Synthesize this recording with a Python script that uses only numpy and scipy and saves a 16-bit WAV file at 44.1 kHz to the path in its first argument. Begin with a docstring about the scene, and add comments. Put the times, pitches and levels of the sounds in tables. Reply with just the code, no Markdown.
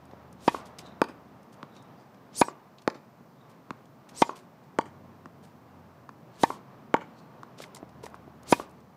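"""A racket pops a hollow felt ball against a concrete wall, outdoors on asphalt.
Each pop is a felt crack, a thump of squeezed air, a ringing cavity and a rattling rubber shell.
The wall echoes each stroke; the swung strings whistle, made of noise whose pitch follows their speed.
Shoes scuff and tap in grainy noise and short knocks, and far traffic hums in coloured noise and low notes.
A small microphone adds hiss and turns its gain down after loud pops."""
import sys
import numpy as np
from scipy import signal
from scipy.fft import rfft, irfft, next_fast_len
from scipy.io import wavfile
from scipy.ndimage import uniform_filter1d, map_coordinates

SR = 44100
rng = np.random.default_rng(int(sys.argv[2]) if len(sys.argv) > 2 else 0)


def elevation(decibels):
    """Turn decibel levels (scalar or array-like) into linear amplitude ratios."""
    levels = np.asarray(decibels, float)
    return 10 ** (levels / 20)


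def wav_out(sig):
    """Save sig, one row per channel (or a flat mono array), as 16-bit PCM at SR to the path in sys.argv[1]."""
    wavfile.write(sys.argv[1], SR, np.round(np.clip(np.atleast_2d(sig).T, -1, 1) * 32767).astype(np.int16))


N = 395136  # length in samples

# strings hitting the ball: t/s, felt crack level/dB, thump level/dB, cavity level/dB, shell level/dB, cavity f/Hz
STROKES = [(.4779, -26, -1, -6, -14.5, 933), (2.4136, -19, 0.5, -4, -15, 928),
           (4.2191, -19, -0.5, -3.5, -16.5, 910), (6.4339, -20, -1.5, -4.5, -19, 896),
           (8.5241, -20.5, 2.5, -5, -16, 939)]


def unit(x):
    """Scales a sound to rms 1."""
    return x / np.sqrt(np.mean(x ** 2) + 1e-20)


def along(points, hz):
    """Reads a curve of (f/Hz, value) points on a log frequency axis."""
    f, value = np.transpose(points)
    return np.interp(np.log(hz + 1), np.log(f + 1), value)


def filtered(x, response):
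    """Multiplies the spectrum of x by a response of frequency."""
    size = next_fast_len(len(x) + 8192)  # spare room for the filter to ring out
    return irfft(rfft(x, size) * response(np.fft.rfftfreq(size, 1 / SR)), size)[:len(x)]


def small(sound, hz):
    """A small body radiates little bass: a steep cut below hz."""
    return filtered(sound, lambda f: (1j * f / hz / (1 + 1j * f / hz)) ** 3)


def dull(sound, hz):
    """Rolls off the treble above hz, as in a far reflection."""
    return filtered(sound, lambda f: 1 / (1 + 1j * f / hz) ** 2)


def noise(spectrum, size=N):
    """Noise of rms 1, coloured by (f/Hz, level/dB per Hz) points."""
    return unit(filtered(rng.standard_normal(size), lambda hz: elevation(along(spectrum, hz))))


def wobble(rate):
    """A smooth random curve through rate knots a second."""
    knots = rng.standard_normal(int(N * rate / SR) + 4)
    return map_coordinates(knots, [np.arange(N) * rate / SR])


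def add(track, s, sound):
    """Mixes a sound into the track at s seconds."""
    part = track[round(s * SR):][:len(sound)]
    part += sound[:len(part)]


def ring(hz, db, t60, delay_ms, attack=0.0001):
    """A damped vibration starts after a delay, builds up over attack seconds and falls 60 dB in t60 seconds."""
    t = np.maximum(np.arange(SR // 10) / SR - delay_ms / 1000, 0)
    return elevation(db - 60 * t / t60) * np.sin(2 * np.pi * hz * t) * (1 - np.exp(-t / attack))


def traffic():
    """Far rumble and tyre roar are coloured noises of changing level; engines are low gliding sine notes."""
    # rumble and roar as heard, with a dip after the loud stroke at 2.41 s: t/s, rumble level/dB, roar level/dB
    levels = [(0, -56.5, -55.5), (.4, -52.5, -55.5), (.62, -53, -52), (1.42, -54, -56.5),
              (1.75, -53.5, -54.5), (2.44, -55, -58.5), (2.62, -60, -58), (3.1, -56, -60),
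              (4.16, -55.5, -57), (4.59, -56.5, -57.5), (5.01, -53, -57.5), (5.6, -55, -58),
              (6.44, -53, -56.5), (6.96, -52.5, -55.5), (8.48, -53.5, -55), (8.96, -56.5, -58)]
    # colour of the rumble: f/Hz, level/dB per Hz
    rumble_colour = [(15, -81), (25, -58), (49, -25), (70, -26.5), (125, -2), (161, -4), (237, -5),
                     (325, -12.5), (600, -20.5), (780, -56), (1320, -120)]
    # colour of the tyre roar: f/Hz, level/dB per Hz
    roar_colour = [(210, -20), (350, -10), (550, -8.5), (642, -6.5), (1150, -9.5), (1370, -15), (2030, -22),
                   (6000, -39), (7800, -63), (13200, -120)]
    # engine notes: start t/s, end t/s, first f/Hz, last f/Hz, first level/dB, last level/dB
    engines = [(-.2, 1.6, 81, 80.5, -58.5, -67), (4.7, 5.7, 93.1, 97, -54, -66),
               (5.5, 6.1, 88, 90.4, -61, -54), (6.7, 7.4, 108, 100, -65, -67),
               (7.7, 9.1, 77.6, 78.5, -58, -68)]
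    t = np.arange(N) / SR
    s, rumble_db, roar_db = np.transpose(levels)
    rumble = elevation(np.interp(t, s, rumble_db) + 0.76 * wobble(14)) * noise(rumble_colour)
    roar = elevation(np.interp(t, s, roar_db) + 0.9 * wobble(8)) * noise(roar_colour)
    notes = np.zeros(N)
    for s, hz, db in np.reshape(engines, (-1, 3, 2)):
        fade = np.clip(np.minimum(t - s[0], s[-1] - t) / 0.31, 0, 1)
        phase = 2 * np.pi * np.cumsum(np.interp(t, s, hz)) / SR
        notes += np.sqrt(2) * fade * elevation(np.interp(t, s, db)) * np.sin(phase)
    return rumble + roar + notes


def hiss():
    """The microphone's own steady noise."""
    # colour of the hiss: f/Hz, level/dB per Hz
    colour = [(2350, -36), (4000, -3.5), (4800, -3.5), (5280, -2.5), (10100, -11), (14300, -4), (15500, -5)]
    return elevation(-73.5) * noise(colour)


def grit(s, db, hz, rise, fall, octaves):
    """Grit crunches in uneven grains: noise in a band around hz; returns the start and the sound."""
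    t = np.arange(SR // 2) / SR
    grain_db = 3.4 * unit(uniform_filter1d(rng.standard_normal(len(t)), size=80))
    grains = rng.standard_normal(len(t)) * elevation(grain_db)

    def band(f):
        return np.exp(-.5 * (np.log2((f + 1) / hz) / octaves) ** 2 - (f / 11000) ** 2)

    colour = unit(filtered(grains, band))
    falling = elevation(-60 * (np.maximum(t - rise, 0) / fall) ** .85)
    return s - rise, elevation(db) * np.minimum(t / rise, 1) ** 2 * falling * colour


def shoes():
    """Stones click, soles slide and drag in bands of grainy noise; heels knock the ground with two damped notes."""
    # single stones under a sole: t/s, level/dB, centre f/Hz
    ticks = [(.054, -63, 9000), (.112, -56, 3000), (.328, -55.5, 9200), (.407, -54, 3500),
             (.495, -48, 10000), (.786, -43, 5170), (1.431, -61, 8150), (1.825, -56, 10000),
             (2.145, -60, 4000), (3.856, -58, 5000), (7.64, -41, 2300), (7.748, -40, 7850),
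             (7.76, -46, 6000), (7.892, -55, 5000), (8.1, -61, 10100), (8.149, -57, 7900),
             (8.432, -55, 9000), (8.695, -57, 8050), (8.709, -59, 11000), (8.804, -59, 5960)]
    # soles sliding on grit: t/s, level/dB, fall time/s, centre f/Hz, width/octaves
    slides = [(.66, -50.5, 0.11, 5700, 2.1), (0.791, -43.5, 0.099, 4470, 1.5), (1.53, -59, 0.12, 6000, 2),
              (2.786, -54, 0.079, 3640, 0.65), (2.82, -57, 0.067, 4370, 1.1), (3.5, -62, 0.15, 7050, 3),
              (4.093, -51.5, 0.1, 3500, 3.1), (4.364, -50, 0.18, 3470, 3.3), (4.64, -69, 0.11, 5030, 1.5),
              (5.439, -60, 0.26, 5960, 4.6), (7.591, -48.5, 0.23, 3870, 1.1),
              (7.622, -45.5, .14, 7050, 6.7), (7.77, -50, 0.072, 6000, 0.69),
              (8.037, -48.5, 0.13, 3500, 3.3), (8.059, -45, 0.07, 7000, 5)]
    # slow soft hisses with a faint narrow tone, perhaps a dragged sole: t/s, hiss level/dB, tone level/dB, f/Hz
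    drags = [(.87, -60, -59.5, 3820), (1.77, -59.5, -63, 3750), (2.01, -70, -74, 4750),
             (3.33, -90, -81, 4700), (3.41, -80, -74, 3680), (5.72, -94, -76, 2800),
             (6.36, -63.5, -74, 4300), (7.19, -65, -70, 4320)]
    # heels landing: t/s, level/dB, f/Hz, t60/s
    heels = [(.135, -23.5, 266, 0.0047), (0.793, -36, 300, .015), (7.603, -23.5, 575, 0.0084),
             (7.768, -33.5, 950, 0.014), (7.829, -21.5, 300, 0.011), (8.037, -28.5, 446, 0.032),
             (8.065, -23.5, 860, 0.0065), (8.278, -30.5, 300, 0.014)]
    track = np.zeros(N)
    for row in ticks:
        add(track, *grit(*row, rise=0.0011, fall=0.029, octaves=0.89))
    for s, db, fall, hz, octaves in slides:
        add(track, *grit(s, db, hz, rise=.09 * fall, fall=fall, octaves=octaves))
    for s, hiss_db, tone_db, hz in drags:
        add(track, *grit(s, hiss_db, hz, rise=0.053, fall=0.18, octaves=1))
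        add(track, *grit(s, tone_db, hz, rise=0.11, fall=0.42, octaves=.08))
    for s, db, hz, t60 in heels:
        low = ring(hz, db, t60, 0, attack=0.00034)
        high = ring(2.13 * hz, db - 11.5, 1.76 * t60, 0)
        add(track, s, small(low + high, hz=90))
    return track


def arc(top_s, top_hz, half_s, whistle_db, rush_db, contact_s=np.inf):
    """One sweep: speed follows a bell curve until the ball is hit; pitch and loudness follow the speed."""
    # parts of the string bed at their own speeds: pitch ratio, relative width, level/dB
    whistles = [(1, .04, 0), (.82, .04, -7), (.69, .05, -3), (.58, .04, -6), (.49, .035, -6),
                (1.3, .06, -16)]
    # colour of the rush at the speed that whistles at 9 kHz: f/Hz, level/dB per Hz
    rush_colour = [(300, 5), (1500, -11.5), (4000, -4), (9000, -9), (15000, -15.5), (22000, -28)]
    t = top_s + np.arange(-2.2 * half_s, 2.5 * half_s, 1 / SR)

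    def speed(s):
        return .5 ** (((np.minimum(s, contact_s) - top_s) / half_s) ** 2)

    # two noises, recoloured frame by frame as the speed changes
    raw = rng.standard_normal((2, SR // 2))[:, :len(t)]
    f, frame, z = signal.stft(raw, SR, nperseg=192)
    whistle_hz = top_hz * np.maximum(speed(frame + t[0]), .3)
    ratio = (f[:, None] + 1) / whistle_hz
    bands = sum(elevation(db) * np.exp(-.5 * (np.log(ratio / part) / width) ** 2) for part, width, db in whistles)
    gains = [bands, elevation(along(rush_colour, 9000 * ratio))]
    whistle, rush = signal.istft(z * gains, nperseg=192)[1][:, :len(t)]
    # the ball brakes the strings, so both sounds die away; loudness grows with a power of speed
    braked = np.maximum(t - contact_s, 0)
    whistle = elevation(whistle_db - 60 * braked / 0.023) * speed(t) ** 5.3 * unit(whistle)
    rush = elevation(rush_db - 60 * braked / 0.2) * speed(t) ** 2.4 * unit(rush)
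    return t[0], whistle + rush


def racket():
    """Strings shed vortices: fuzzy whistles over a rush of air, into the ball and again in the follow-through."""
    # swings, one a stroke: bell top t/s, whistle f/Hz there, time from half to top speed/s,
    # whistle level/dB, rush level/dB
    swings = [(.478, 9100, 0.09, -57, -53.5), (2.411, 10050, 0.079, -32.5, -46.5),
              (4.203, 8660, 0.071, -42.5, -51), (6.445, 10500, .065, -48, -45.5),
              (8.535, 10770, 0.066, -34, -39.5)]
    # follow-throughs, one a stroke, same columns: t/s, f/Hz, time/s, whistle level/dB, rush level/dB
    follows = [(0.541, 7200, 0.1, -71, -52), (2.464, 8300, 0.08, -56, -79), (4.27, 7200, 0.098, -59.5, -63),
               (6.5, 8450, 0.094, -67, -54.5), (8.589, 8200, 0.076, -71, -53)]
    track = np.zeros(N)
    for swing, follow, stroke in zip(swings, follows, STROKES):
        add(track, *arc(*swing, contact_s=stroke[0]))
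        add(track, *arc(*follow))
    return track


def blow(row, thump_hz, quick_db, thump_ms, ring_ms, damping, crack_t60, snap_db, recrack_db, rattle_t60,
         way=1, widen=1):
    """The felt cracks, the squashed ball pumps one thump of air, its cavity rings and its shell rattles."""
    # colour of the felt crack: f/Hz, level/dB per Hz
    felt = [(1500, -18), (4000, 0), (9000, -14.5), (15000, -44)]
    # the ball's air cavity: pitch ratio, level/dB against the ring, t60/s before the surface damps it
    air_modes = [(0.992, 0.5, 0.024), (1.21, -9, 0.032), (0.943, -6.5, .018), (1.02, -19, .08)]
    # rubber shell: f/Hz, width/Hz before the surface widens it, level/dB against the other modes
    shell_modes = [(1500, 250, -9), (1800, 110, 0), (2080, 220, -6), (2445, 100, 0), (3340, 500, -13),
                   (4230, 600, -14), (5000, 700, -14)]
    crack_db, thump_db, cavity_db, shell_db, cavity_hz = row
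    t = np.arange(SR // 10) / SR

    # the felt cracks again as the ball leaves the surface
    leave_s = 0.0041
    again = (t > leave_s) * elevation(recrack_db - 60 * np.maximum(t - leave_s, 0) / crack_t60)
    crack = elevation(crack_db) * (elevation(-60 * t / crack_t60) + again) * noise(felt, size=len(t))
    snap = -ring(1250, thump_db + snap_db, .004, 0, attack=.00005)

    # squashing and springing back: a slow and a quick swing of the same push
    slow = ring(thump_hz, thump_db, .012, thump_ms, attack=.0005)
    quick = ring(1.55 * thump_hz, thump_db + quick_db, .012, thump_ms, attack=.0005)
    thump = way * (slow + quick)

    cavity = sum(ring(ratio * cavity_hz, cavity_db + db, t60 / damping, ring_ms, attack=.0011 / damping)
                 for ratio, db, t60 in air_modes)

    # a short scrub of noise shakes the shell's modes, a little differently at each blow
    scrub = rng.standard_normal(len(t)) * elevation(-60 * t / rattle_t60) * np.minimum(t / .002, 1)
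    struck_db = rng.normal(0, 3, len(shell_modes))

    def resonances(f):
        total = 0
        for k, (centre, width, db) in enumerate(shell_modes):
            loss = 1j * f * width * widen
            total = total + (-1) ** k * elevation(db + struck_db[k]) * loss / (centre * centre - f * f + loss)
        return total

    shell = filtered(dull(scrub, hz=4000), resonances)
    return small(crack + snap + thump + cavity + elevation(shell_db) * shell / np.abs(shell).max(), hz=108)


def yard(sound, db):
    """Scattered returns from ground, fence and buildings; each frequency dies at its own speed."""
    # how long the scattered tail lasts: f/Hz, t60/s
    decay = [(150, 0.46), (1000, 0.29), (2500, 0.42), (5000, 0.36), (12000, 0.31)]
    hz, t, z = signal.stft(rng.standard_normal(SR // 2), SR, nperseg=256)
    tail = signal.istft(z * elevation(-60 * t / along(decay, hz)[:, None]), SR, nperseg=256)[1]
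    return elevation(db) * signal.fftconvolve(sound, tail / np.linalg.norm(tail))


def wall_echo(pop, db):
    """The ringing ball flies towards the wall, so its echo comes back higher, duller and shorter."""
    sample = np.arange(len(pop))
    higher = np.interp(1.2 * sample, sample, pop, right=0)
    age = sample / SR
    fading = elevation(db + 8.5 - 60 * age / 0.062) * np.minimum(age / 0.0037, 1)
    return small(dull(fading * higher, hz=1540), hz=202)


def strokes():
    """Strings strike the ball; the wall returns an echo and the yard scatters both."""
    # each stroke's wall echo: delay/s, level/dB before a common lift of 8.5 dB
    echoes = [(.066, -13), (.0675, -19), (.072, -17), (.067, -14), (.0718, -18)]
    track = np.zeros(N)
    for (s, *row), (delay, db) in zip(STROKES, echoes):
        pop = blow(row, thump_hz=315, quick_db=-3, thump_ms=1.3, ring_ms=3.45, damping=1, crack_t60=.009,
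                   snap_db=-12, recrack_db=-9, rattle_t60=.045)
        echo = wall_echo(pop, db)
        add(track, s, pop)
        add(track, s + delay, echo)
        add(track, s + delay + .008, yard(echo, db=-8.5))
        add(track, s + .006, yard(pop, db=-24.5))
    return track


def mesh(sound, t60):
    """Wire mesh and posts return a smeared, bright copy."""
    smear = rng.standard_normal(SR // 10) * elevation(-60 * np.arange(SR // 10) / SR / t60)
    return small(signal.fftconvolve(sound, smear / np.linalg.norm(smear)), hz=1000)


def wall_hits():
    """Hard concrete damps the ball's ring and widens its shell modes; a fence and a dull far return answer."""
    # ball on the wall: t/s, felt crack level/dB, thump level/dB, cavity level/dB, shell level/dB, cavity f/Hz
    hits = [(1.0171, -23, -3.5, -10.5, -20, 927), (2.877, -27.5, -5.5, -16, -24.5, 856),
            (4.7876, -19.5, -7, -10.5, -22.5, 923), (6.9417, -23.5, -3.5, -7.5, -19, 908)]
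    # fence echoes: delay/s, level/dB before the mesh cuts the bass, smear t60/s
    fence = [(.023, -13, 0.026), (.068, -19, 0.13)]
    track = np.zeros(N)
    for s, *row in hits:
        pop = blow(row, thump_hz=300, quick_db=-3, thump_ms=.5, ring_ms=2.85, damping=1.1, crack_t60=.003,
                   snap_db=1, recrack_db=-20, rattle_t60=.004, widen=7)
        add(track, s, pop)
        for delay, db, t60 in fence:
            add(track, s + delay, elevation(db) * mesh(pop, t60))
        add(track, s + .078, elevation(-24) * dull(pop, hz=500))  # far wall
        add(track, s + .006, yard(pop, db=-19))
    return track


def door():
    """Sheet metal near the wall pings along, each time as one damped high note."""
    # pings: t/s, f/Hz, level/dB, t60/s
    pings = [(1.021, 4600, -47, .13), (4.795, 4610, -52, .15)]
    track = np.zeros(N)
    for s, hz, db, t60 in pings:
        add(track, s, ring(hz, db, t60, 0, attack=0.0036))
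    return track


def bounces():
    """Asphalt damps the ball's ring strongly and pushes the air the other way."""
    # ball on the ground: t/s, felt crack level/dB, thump level/dB, cavity level/dB, shell level/dB, cavity f/Hz
    landings = [(1.6297, -44, -23.5, -33, -59, 1080), (3.7066, -39, -17.5, -27, -38, 1040),
                (5.2578, -45.5, -27.5, -38.5, -48, 1100), (6.0911, -51, -32, -33, -39, 1070),
                (7.4326, -41.5, -33, -30.5, -65, 1120), (8.1431, -51, -41, -30.5, -50, 1060)]
    track = np.zeros(N)
    for s, *row in landings:
        pop = blow(row, thump_hz=230, quick_db=-18, thump_ms=2.5, ring_ms=.35, damping=2.4, crack_t60=.003,
                   snap_db=-1, recrack_db=-16, rattle_t60=.006, widen=3, way=-1)
        add(track, s, pop)
        add(track, s + .005, yard(pop, db=-19.5))
    return track


def scene():
    """All sources at the microphone, as one channel."""
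    ball = strokes() + wall_hits() + bounces()
    return (ball + door() + racket() + shoes() + traffic())[None]


def gain_control(x, over_db, share, sink_s, release_s):
    """Peaks over a threshold pull the gain down; it sinks in, then creeps back."""
    excess_db = np.maximum(20 * np.log10(np.abs(x) + 1e-9) - over_db, 0)
    t = np.arange(2 * SR) / SR
    memory = (1 - np.exp(-t / sink_s)) * np.exp(-t / release_s)
    # the excess is summed up in dB times milliseconds
    pull = signal.fftconvolve(excess_db, memory)[:len(x)] / (SR / 1000)
    return x * elevation(-share * pull)


def band_limit(x):
    """A steep low-pass at the top of the band."""
    return signal.sosfilt(signal.butter(12, 16430, fs=SR, output="sos"), x)


def record(dry):
    """The microphone adds hiss, loses the lowest bass and the top treble, and rides its gain."""
    x = dry[0] + hiss()
    x = filtered(x, lambda f: 1j * f / 70 / (1 + 1j * f / 70) * (f < 15600))
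    x = gain_control(x, over_db=-6, share=0.51, sink_s=0.13, release_s=.35)
    return band_limit(x[None])


dry = scene()
out = record(dry)
wav_out(out)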